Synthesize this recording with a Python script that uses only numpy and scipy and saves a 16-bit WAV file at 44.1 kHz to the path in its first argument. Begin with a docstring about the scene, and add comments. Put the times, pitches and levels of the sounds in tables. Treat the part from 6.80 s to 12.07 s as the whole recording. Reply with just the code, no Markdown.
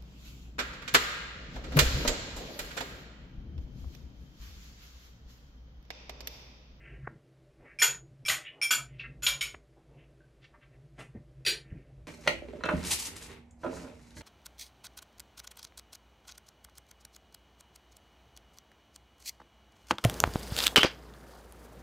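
"""A low throbbing drone and an appliance hum run throughout, with soft bumps on a cloth-covered table and food dropping;
a steel spoon clinks and scrapes in a small ceramic cup as tuna is emptied into a bowl, and is laid on a plate.
Hard contacts sum decaying modes and filtered noise bursts; scrapes are sprays of slips; thuds are shaped low noise.
Hum and drone are sines, hush and boom filtered noise; a small bright kitchen adds reflections to hard contacts,
scrapes and food drops. All is heard in mono."""
import sys
import numpy as np
from scipy import signal
from scipy.fft import rfft, irfft, next_fast_len
from scipy.io import wavfile
from scipy.ndimage import map_coordinates

SR = 44100
rng = np.random.default_rng(int(sys.argv[2]) if len(sys.argv) > 2 else 0)


def wav_out(sig):
    """Save sig, one row per channel (or a flat mono array), as 16-bit PCM at SR to the path in sys.argv[1]."""
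    wavfile.write(sys.argv[1], SR, np.round(np.clip(np.atleast_2d(sig).T, -1, 1) * 32767).astype(np.int16))


N = 232402
T = np.arange(SR // 2) / SR  # time axis of one contact or room response [s]
IMPULSE = 1. * (T == 0)

# Reverberation of the kitchen. Each row: frequency in Hz, t60 in s (before a late fade of the tail).
REVERBERATION = [(150, 0.71), (1000, 0.38), (2500, 0.27), (5000, 0.26), (9000, 0.25), (15000, 0.13)]
# Spectrum of the room's hush. Each row: frequency in Hz, relative level in dB.
HUSH_SPECTRUM = [(12, -39.5), (20, -10), (60, -2.5), (95, -14.5), (112, -7), (135, 0.5), (187, -13),
                 (329, -10), (357, -10), (629, -15), (823, -23), (892, -26.5), (1530, -29), (1950, -30),
                 (12300, -47), (13200, -72), (22000, -120)]
# Lines of the appliance hum. Each row: mean frequency in Hz, mean level in dB.
HUM_LINES = [(132, -68.5), (331, -73), (397, -77.5), (593, -77)]
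# Course of the two low sounds. Each row: time in s, throbbing drone level in dB, boom level in dB.
LOW_LEVELS = [(0, -58, -61), (.25, -45, -48), (.43, -82, -79), (0.848, -73, -73.5), (1.1, -63.5, -58),
              (1.5, -77, -55.5), (1.631, -89, -69), (1.92, -76, -74.5), (2.002, -61, -52.5),
              (2.45, -52, -54), (2.85, -65.5, -70.5), (3.2, -62.5, -60), (3.701, -70, -71),
              (3.999, -63, -57.5), (4.8, -59, -57), (5.27, -62.5, -62)]
# Dull bumps of hands, tin and dishes on the table. Each row: peak in s, level in dB, hill centre in Hz.
TABLE_BUMPS = [(0.158, -54.5, 94), (0.233, -47.5, 71.5), (1.149, -59, 129), (1.311, -59, 140),
               (1.492, -50.5, 131), (2.738, -54.5, 110), (2.975, -61, 402), (4.192, -48.5, 422),
               (4.354, -42.5, 175), (4.679, -51, 240), (4.921, -41, 84)]
# Things sliding over the tablecloth. Each row: peak in s, swell in s, level in dB, hill centre in Hz.
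TABLE_SHUFFLES = [(.1, 0.1, -61.5, 328), (.33, 0.042, -56, 161), (0.851, 0.033, -59.5, 469.5),
                  (1.792, 0.063, -60, 524), (2.35, 0.23, -61.5, 246), (3.15, 0.079, -62.5, 376),
                  (4.96, 0.048, -51.5, 215), (5.199, .08, -54.5, 75.7)]
# Wet lumps smacking down. Each row: start in s, level in dB, low-pass cutoff in Hz.
FOOD_SMACKS = [(0.273, -48.5, 2040), (0.2756, -42.5, 1830), (2.744, -55, 2920), (2.7469, -50.5, 2700)]
# Slow rubs of tin, cup and fingers. Each row: peak in s, swell in s, level in dB, hill centre in Hz.
SLOW_RUBS = [(.085, 0.069, -60, 2060), (.27, 0.026, -61, 1620), (0.891, 0.043, -61, 1900),
             (1.674, 0.027, -50, 2480), (2.12, .06, -71, 2370), (2.251, 0.011, -49, 2006),
             (3.2, 0.036, -71, 2370), (3.942, 0.015, -73.5, 2044), (4.239, .02, -63.5, 2225),
             (4.88, 0.12, -71.5, 2050)]
# Quick scuffs of the spoon. Each row: peak in s, level in dB, hill centre in Hz, hill spread in octaves.
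QUICK_SCUFFS = [(2.206, -50, 2390, 0.58), (3.641, -60.5, 2550, 0.7), (3.749, -64.5, 1170, 0.62),
                (3.832, -64.5, 1860, 0.6), (4.202, -51.5, 1850, 0.68), (4.203, -59, 7300, 0.48),
                (4.362, -71.5, 1830, 0.33)]
# Light, damped touches of the crockery. Each row: start in s, level in dB, mode in Hz before a pitch factor.
LIGHT_TOUCHES = [(1.668, -47, 3000), (2.196, -41.5, 2740), (2.613, -34.5, 2300), (3.405, -67, 1570)]
# Spoon laid on the plate. Each row: start in s, level in dB before the shares of clack and ring.
PLATE_CONTACTS = [(4.65, -37), (4.663, -23), (4.671, -47)]
# Ringing modes of spoon, cup and plate. Each row: frequency in Hz before a pitch factor and a small
# random shift, mean relative level in dB, t60 in s.
SPOON_MODES = [(2270, -9.5, .1), (2390, 6.5, 0.095), (2460, -11.5, .08), (5445, -2, 0.017),
               (5530, -1, 0.051), (9300, -3, 0.05), (10100, -9, 0.032)]
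CUP_MODES = [(1450, -8, .06), (2110, -15.5, 0.14), (3384, -9.5, .06), (6760, -9.5, 0.23), (6930, 5, 0.1),
             (8370, -22, 0.075), (11400, -12, 0.032), (11960, -10, 0.037), (13950, -24, .05)]
PLATE_MODES = [(1522, -22.5, 0.072), (2040, -9, 0.089), (2544, 2, 0.042), (3140, -12, 0.12),
               (4230, -5.5, 0.13), (4717, 4, 0.039), (5670, -3, 0.048), (6830, -5.5, 0.13),
               (8220, -9, 0.051), (9400, -9.5, 0.087), (9720, -8, .07), (10770, -7, 0.056)]
# Crowded modes of the plate. Each row: frequency in Hz, relative gain in dB.
PLATE_CROWD = [(120, -62), (200, -36), (393, -6), (744, -20.5), (943, -15), (1150, -22.5), (1460, -6),
               (3500, -1.5), (4210, 3.5), (5330, -15), (6880, -14), (10700, -19), (15600, -14.5)]
# Broad, heavily damped resonances of the hand-held cup and spoon. Each row: centre in Hz,
# width in Hz, relative gain in dB.
CUP_CROWD = [(680, 1300, -10.5), (1450, 520, 0), (2600, 820, 0.5), (3260, 130, 8.5), (4400, 2600, -7),
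             (5700, 330, -6.5), (6160, 430, -8), (6900, 920, -3.5), (8340, 380, -5.5), (9813, 650, -5),
             (10630, 350, -11.5), (11920, 1200, -5), (12900, 500, -16), (13950, 560, -8.5)]
# The spoon grazes the rim and chatters once. Each row: first touch in s, rebound in s after it, then for
# the rebound: spoon ring in dB, clack in dB, cup ring in dB.
RIM_GRAZES = [(0.988, 0.0091, -32.5, -40.5, -52.5), (1.451, 0.009, -36.5, -41.5, -56.5),
              (1.815, 0.0092, -26.5, -36, -48.5), (2.422, 0.0097, -58, -36, -32.5)]
# The spoon hits the cup squarely. Each row: start in s, clack in dB, spoon ring in dB, cup ring in dB,
# main cup partial in Hz, knock in dB, knock centre in Hz.
CUP_STRIKES = [(1.0174, -24, -36.5, -32.5, 6930, -26.5, 1981), (1.022, -27, -43.5, -21, 6937, -32, 4574),
               (1.482, -28.5, -35, -35, 6970, -30, 3530), (1.498, -31, -54, -37.5, 6970, -29.5, 2144),
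               (1.907, -23.5, -31.5, -26.5, 7088, -46.5, 1450), (2.465, -29.5, -31, -31, 6863, -25.5, 3310),
               (2.609, -36.5, -38, -40, 6830, -34, 3560)]

TOP_HZ = 15750  # upper band limit
DRONE_HZ, THROB_HZ, THROB_DB = 56.6, 6.7, -3.5  # a second tone this much lower beats with the first
BOOM_HZ, BOOM_OCTAVES = 136.4, 0.15
MOVE_S = 1.2  # length of the window that holds one movement
BUMP_RISE_S, BUMP_FALL_S, BUMP_OCTAVES = 0.0066, 0.034, 1.0
SHUFFLE_OCTAVES = 0.87
SLIPS_PER_S = 1600
RUB_OCTAVES, RUB_TOP = .42, 1.45  # spread of a rub; its treble is cut at this multiple of the centre
SCUFF_RISE_S, SCUFF_FALL_S = 0.012, .016
TOUCH_T60_S = 0.049
CUP_HZ = 6930  # main cup partial at pitch 1
GRAZE_TILT_DB, STRIKE_TILT_DB = 4.5, 1  # clack brightness per octave
# levels of a graze's first touch against its rebound
FIRST_TOUCH_RING_DB, FIRST_TOUCH_CLACK_DB, FIRST_TOUCH_CUP_DB = -3, -3.5, -15
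FIRST_TOUCH_TOP_HZ = 6860  # being light, it is also duller


def amp(db):
    """The decibel law: level to amplitude gain."""
    return 10 ** (np.asarray(db) / 20)


def unit(x):
    """Normalisation of power: scaled to rms 1."""
    return x / np.sqrt(np.mean(x ** 2) + 1e-20)


def blow(x):
    """Normalisation of energy: scaled to that of 30 ms at rms 1."""
    return x / np.sqrt(np.sum(x ** 2) / (.03 * SR) + 1e-20)


def along(points, hz):
    """Interpolation of (Hz, value) points on a logarithmic frequency axis."""
    f, v = np.transpose(points)
    return np.interp(np.log(hz + 1), np.log(f + 1), v)


def wobble(rate):
    """Slow random fluctuation: a smooth curve through rate random knots a second."""
    knots = rng.standard_normal(int(N * rate / SR) + 4)
    return map_coordinates(knots, [np.arange(N) * rate / SR])


def filtered(x, response):
    """Linear filtering: the spectrum of x times a response of frequency."""
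    m = next_fast_len(len(x) + 4096)
    return irfft(rfft(x, m) * response(np.fft.rfftfreq(m, 1 / SR)), m)[:len(x)]


def hill(hz, centre_hz, octaves):
    """A broad resonance: a Gaussian on a log axis, octaves its standard deviation."""
    return np.exp(-.5 * (np.log2((hz + 1) / centre_hz) / octaves) ** 2)


def shaped(grain, envelope, response):
    """Modulated noise: grain under an envelope, coloured, with the envelope's own energy."""
    return unit(filtered(grain * envelope, response)) * np.sqrt(np.mean(envelope ** 2))


def stroke(rise, fall):
    """Envelope of a movement: a swell that peaks in the middle of its window."""
    t = np.arange(int(MOVE_S * SR)) / SR - MOVE_S / 2
    scale = np.where(t < 0, rise, fall)
    return np.exp(1 - np.sqrt(1 + 2 * (t / scale) ** 2))


def add(track, s, x):
    """Superposition: mix x into the track from time s."""
    start = round(s * SR)
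    part = x[max(-start, 0):N - start]
    track[max(start, 0):][:len(part)] += part


def through(x, path):
    """Convolution: x as it arrives along a path."""
    return signal.fftconvolve(x, path)[:len(x)]


def kitchen(direct_db):
    """Room impulse response: direct sound, a few bounces off table and bowl, a dense tail from hard walls."""
    hz, t, noise = signal.stft(rng.standard_normal(len(T)), SR, nperseg=256)
    decay = amp(-60 * t / along(REVERBERATION, hz)[:, None])
    tail = signal.istft(noise * decay, SR, nperseg=256)[1][:len(T)]
    # the tail builds up gradually and fades faster late on
    tail = tail * (1 - np.exp(-T / 0.0043)) * np.exp(-(T / .17) ** 4)
    # the hand shades the treble of the direct sound
    direct = signal.lfilter(*signal.butter(1, 5000, fs=SR), IMPULSE)
    path = tail / np.linalg.norm(tail) + amp(direct_db) * direct
    # close surfaces repeat it all within a few milliseconds and comb its spectrum
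    near = IMPULSE.copy()
    near[rng.integers(SR // 2000, SR // 160, size=4)] += .3 * rng.choice([-1, 1], size=4)
    return through(path, near / np.linalg.norm(near))


def hum():
    """Frequency modulation: the appliance's lines waver together in pitch, each also in level."""
    turns = np.cumsum(1 + .006 * wobble(19)) / SR
    return sum(amp(db + 5.6 * wobble(25)) * np.sin(2 * np.pi * hz * turns) for hz, db in HUM_LINES)


def hush():
    """Coloured noise of the room: its low part comes in lumps, the hiss stays smooth."""
    noise = unit(filtered(rng.standard_normal(N), lambda f: amp(along(HUSH_SPECTRUM, f))))
    rumble = filtered(noise, lambda f: 1 / (1 + (f / 900) ** 4))
    lumpy = rumble * amp(2.8 * wobble(30) - 3.5)
    return amp(-62.0) * (noise - rumble + lumpy)


def drone():
    """Beating: two close low tones throb under a narrow noise-band boom that comes and goes."""
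    t = np.arange(N) / SR
    s, *levels = np.transpose(LOW_LEVELS)
    drone_db, boom_db = [np.interp(t, s, level) for level in levels]
    # the phase of each tone wanders
    upper, lower = [np.sin(2 * np.pi * hz * t + 1.3 * wobble(5)) for hz in (DRONE_HZ, DRONE_HZ - THROB_HZ)]
    tones = unit(upper + amp(THROB_DB) * lower)
    boom = unit(filtered(rng.standard_normal(N), lambda f: hill(f, BOOM_HZ, BOOM_OCTAVES)))
    return amp(drone_db) * tones + amp(boom_db) * boom


def thud(envelope, hz, octaves):
    """Absorption: the tablecloth leaves only the low part of a movement."""
    noise = rng.standard_normal(len(envelope))
    return shaped(noise, envelope, lambda f: hill(f, hz, octaves) / np.sqrt(f + 30))


def table():
    """Impact and sliding: bumps start abruptly and die away; shuffles swell and fade evenly."""
    out = np.zeros(N)
    for s, db, hz in TABLE_BUMPS:
        add(out, s - MOVE_S / 2, amp(db) * thud(stroke(BUMP_RISE_S, BUMP_FALL_S), hz, BUMP_OCTAVES))
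    for s, swell, db, hz in TABLE_SHUFFLES:
        add(out, s - MOVE_S / 2, amp(db) * thud(stroke(swell, swell), hz, SHUFFLE_OCTAVES))
    return out


def smacks():
    """Soft impact: a wet lump lands with one short dull snap, a band-limited impulse with no ring."""
    out = np.zeros(N)
    for s, db, top_hz in FOOD_SMACKS:
        snap = signal.sosfilt(signal.butter(8, top_hz, fs=SR, output="sos"), IMPULSE)
        snap = signal.sosfilt(signal.butter(1, 220, "high", fs=SR, output="sos"), snap)
        reflected = through(snap, kitchen(direct_db=18))
        add(out, s, amp(db) * blow(snap + amp(-16.0) * reflected))
    return out


def friction(envelope, colour):
    """Stick-slip friction: a spray of tiny slips of uneven size, muffled by the wet food."""
    slipping = rng.random(len(envelope)) < SLIPS_PER_S / SR
    slips = rng.standard_normal(len(envelope)) * slipping
    return shaped(slips, envelope, colour)


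def scrapes():
    """Sliding contact: rubs swell and fade evenly, muffled; scuffs are short, each with its own colour."""
    out = np.zeros(N)
    for s, swell, db, hz in SLOW_RUBS:
        colour = lambda f: hill(f, hz, RUB_OCTAVES) / np.sqrt(1 + (f / (RUB_TOP * hz)) ** 20)
        add(out, s - MOVE_S / 2, amp(db) * friction(stroke(swell, swell), colour))
    for s, db, hz, octaves in QUICK_SCUFFS:
        colour = lambda f: hill(f, hz, octaves)
        add(out, s - MOVE_S / 2, amp(db) * friction(stroke(SCUFF_RISE_S, SCUFF_FALL_S), colour))
    path = kitchen(direct_db=10.5)
    return through(out, path / np.linalg.norm(path))


def ring(modes, path, pitch, attack):
    """Modal synthesis: decaying modes, at slightly new strengths for every point of contact."""
    out = np.zeros(len(T))
    for (hz, db, t60), chance in zip(modes, rng.standard_normal((len(modes), 2))):
        tone = np.sin(2 * np.pi * hz * pitch * (1 + 0.0011 * chance[0]) * T)
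        mode = tone * amp(-60 * T / t60) * (1 - np.exp(-T / attack))
        out += amp(db + chance[1]) * blow(through(mode, path))
    return blow(out)


def clack(colour, path, tilt_db, t60):
    """Modal density: a hard contact sets off a crowd of quickly damped modes, tilted in brightness."""
    burst = rng.standard_normal(len(T)) * amp(-60 * T / t60) * (1 - np.exp(-T / 0.0023))
    response = lambda hz: colour(hz) * amp(tilt_db * np.log2((hz + 500) / 3000))
    return blow(filtered(through(burst, path), response))


def touches():
    """Selective excitation: a light touch wakes a single mode."""
    out = np.zeros(N)
    for s, db, hz in LIGHT_TOUCHES:
        mode = [(hz, 0, TOUCH_T60_S)]
        add(out, s, amp(db) * ring(mode, kitchen(direct_db=1.5), pitch=0.97, attack=0.0012))
    return out


def plate_colour(hz):
    """Spectral envelope: gain of the plate's crowded modes."""
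    return amp(along(PLATE_CROWD, hz))


def spoon_laid():
    """Repeated impact: the spoon touches the plate, drops and bounces once."""
    out = np.zeros(N)
    for s, db in PLATE_CONTACTS:
        path = kitchen(direct_db=0.5)
        add(out, s, amp(db - 3) * clack(plate_colour, path, tilt_db=0.76, t60=0.094))
        add(out, s, amp(db - 5) * ring(PLATE_MODES, path, pitch=1, attack=.0005))
    return out


def cup_colour(hz):
    """Radiation: gain of the cup's broad resonances; so small a body radiates little bass."""
    power = sum(amp(db) ** 2 / (1 + ((hz - centre) / (0.5 * width)) ** 2) ** 2
                for centre, width, db in CUP_CROWD)
    return np.sqrt(power) * hz ** 2 / (hz ** 2 + 330 ** 2)


def contact(clack_db, tilt_db, spoon_db, cup_db, cup_hz):
    """Impact of two bodies: spoon meets cup with a clack, and both ring; the grip shifts the cup's pitch."""
    path = kitchen(direct_db=2)
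    # the open cup beams its ring upwards, so more of it arrives directly
    cup = ring(CUP_MODES, kitchen(direct_db=2.5), pitch=cup_hz / CUP_HZ, attack=0.0012)
    crowd = clack(cup_colour, path, tilt_db, t60=0.083)
    spoon = ring(SPOON_MODES, path, pitch=0.98, attack=.001)
    return amp(clack_db) * crowd + amp(spoon_db) * spoon + amp(cup_db) * cup


def grazes():
    """Glancing impact, tilted brighter than a square hit: a light, duller touch, then a firmer rebound."""
    out = np.zeros(N)
    for s, rebound_s, spoon_db, clack_db, cup_db in RIM_GRAZES:
        touch = contact(clack_db + FIRST_TOUCH_CLACK_DB, GRAZE_TILT_DB, spoon_db + FIRST_TOUCH_RING_DB,
                        cup_db + FIRST_TOUCH_CUP_DB, CUP_HZ)
        add(out, s, signal.lfilter(*signal.butter(1, FIRST_TOUCH_TOP_HZ, fs=SR), touch))
        add(out, s + rebound_s, contact(clack_db, GRAZE_TILT_DB, spoon_db, cup_db, CUP_HZ))
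    return out


def strikes():
    """Direct impact: a square hit is fuller, and the struck spot gives a short knock of its own pitch."""
    out = np.zeros(N)
    for s, clack_db, spoon_db, cup_db, cup_hz, knock_db, knock_hz in CUP_STRIKES:
        add(out, s, contact(clack_db, STRIKE_TILT_DB, spoon_db, cup_db, cup_hz))
        colour = lambda hz: hill(hz, knock_hz, octaves=.3)
        add(out, s, amp(knock_db) * clack(colour, kitchen(direct_db=5), tilt_db=-4, t60=0.034))
    return out


def scene():
    """Superposition at one microphone, the same in both channels."""
    background = hum() + hush() + drone()
    soft = table() + smacks() + scrapes()
    crockery = touches() + spoon_laid() + grazes() + strikes()
    mono = background + soft + crockery
    return np.array([mono, mono])


def record(dry):
    """Band limitation: the response falls to nothing over the 500 Hz below the upper limit."""
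    return np.array([filtered(channel, lambda hz: np.clip((TOP_HZ - hz) / 500, 0, 1)) for channel in dry])


dry = scene()
out = record(dry)
wav_out(out)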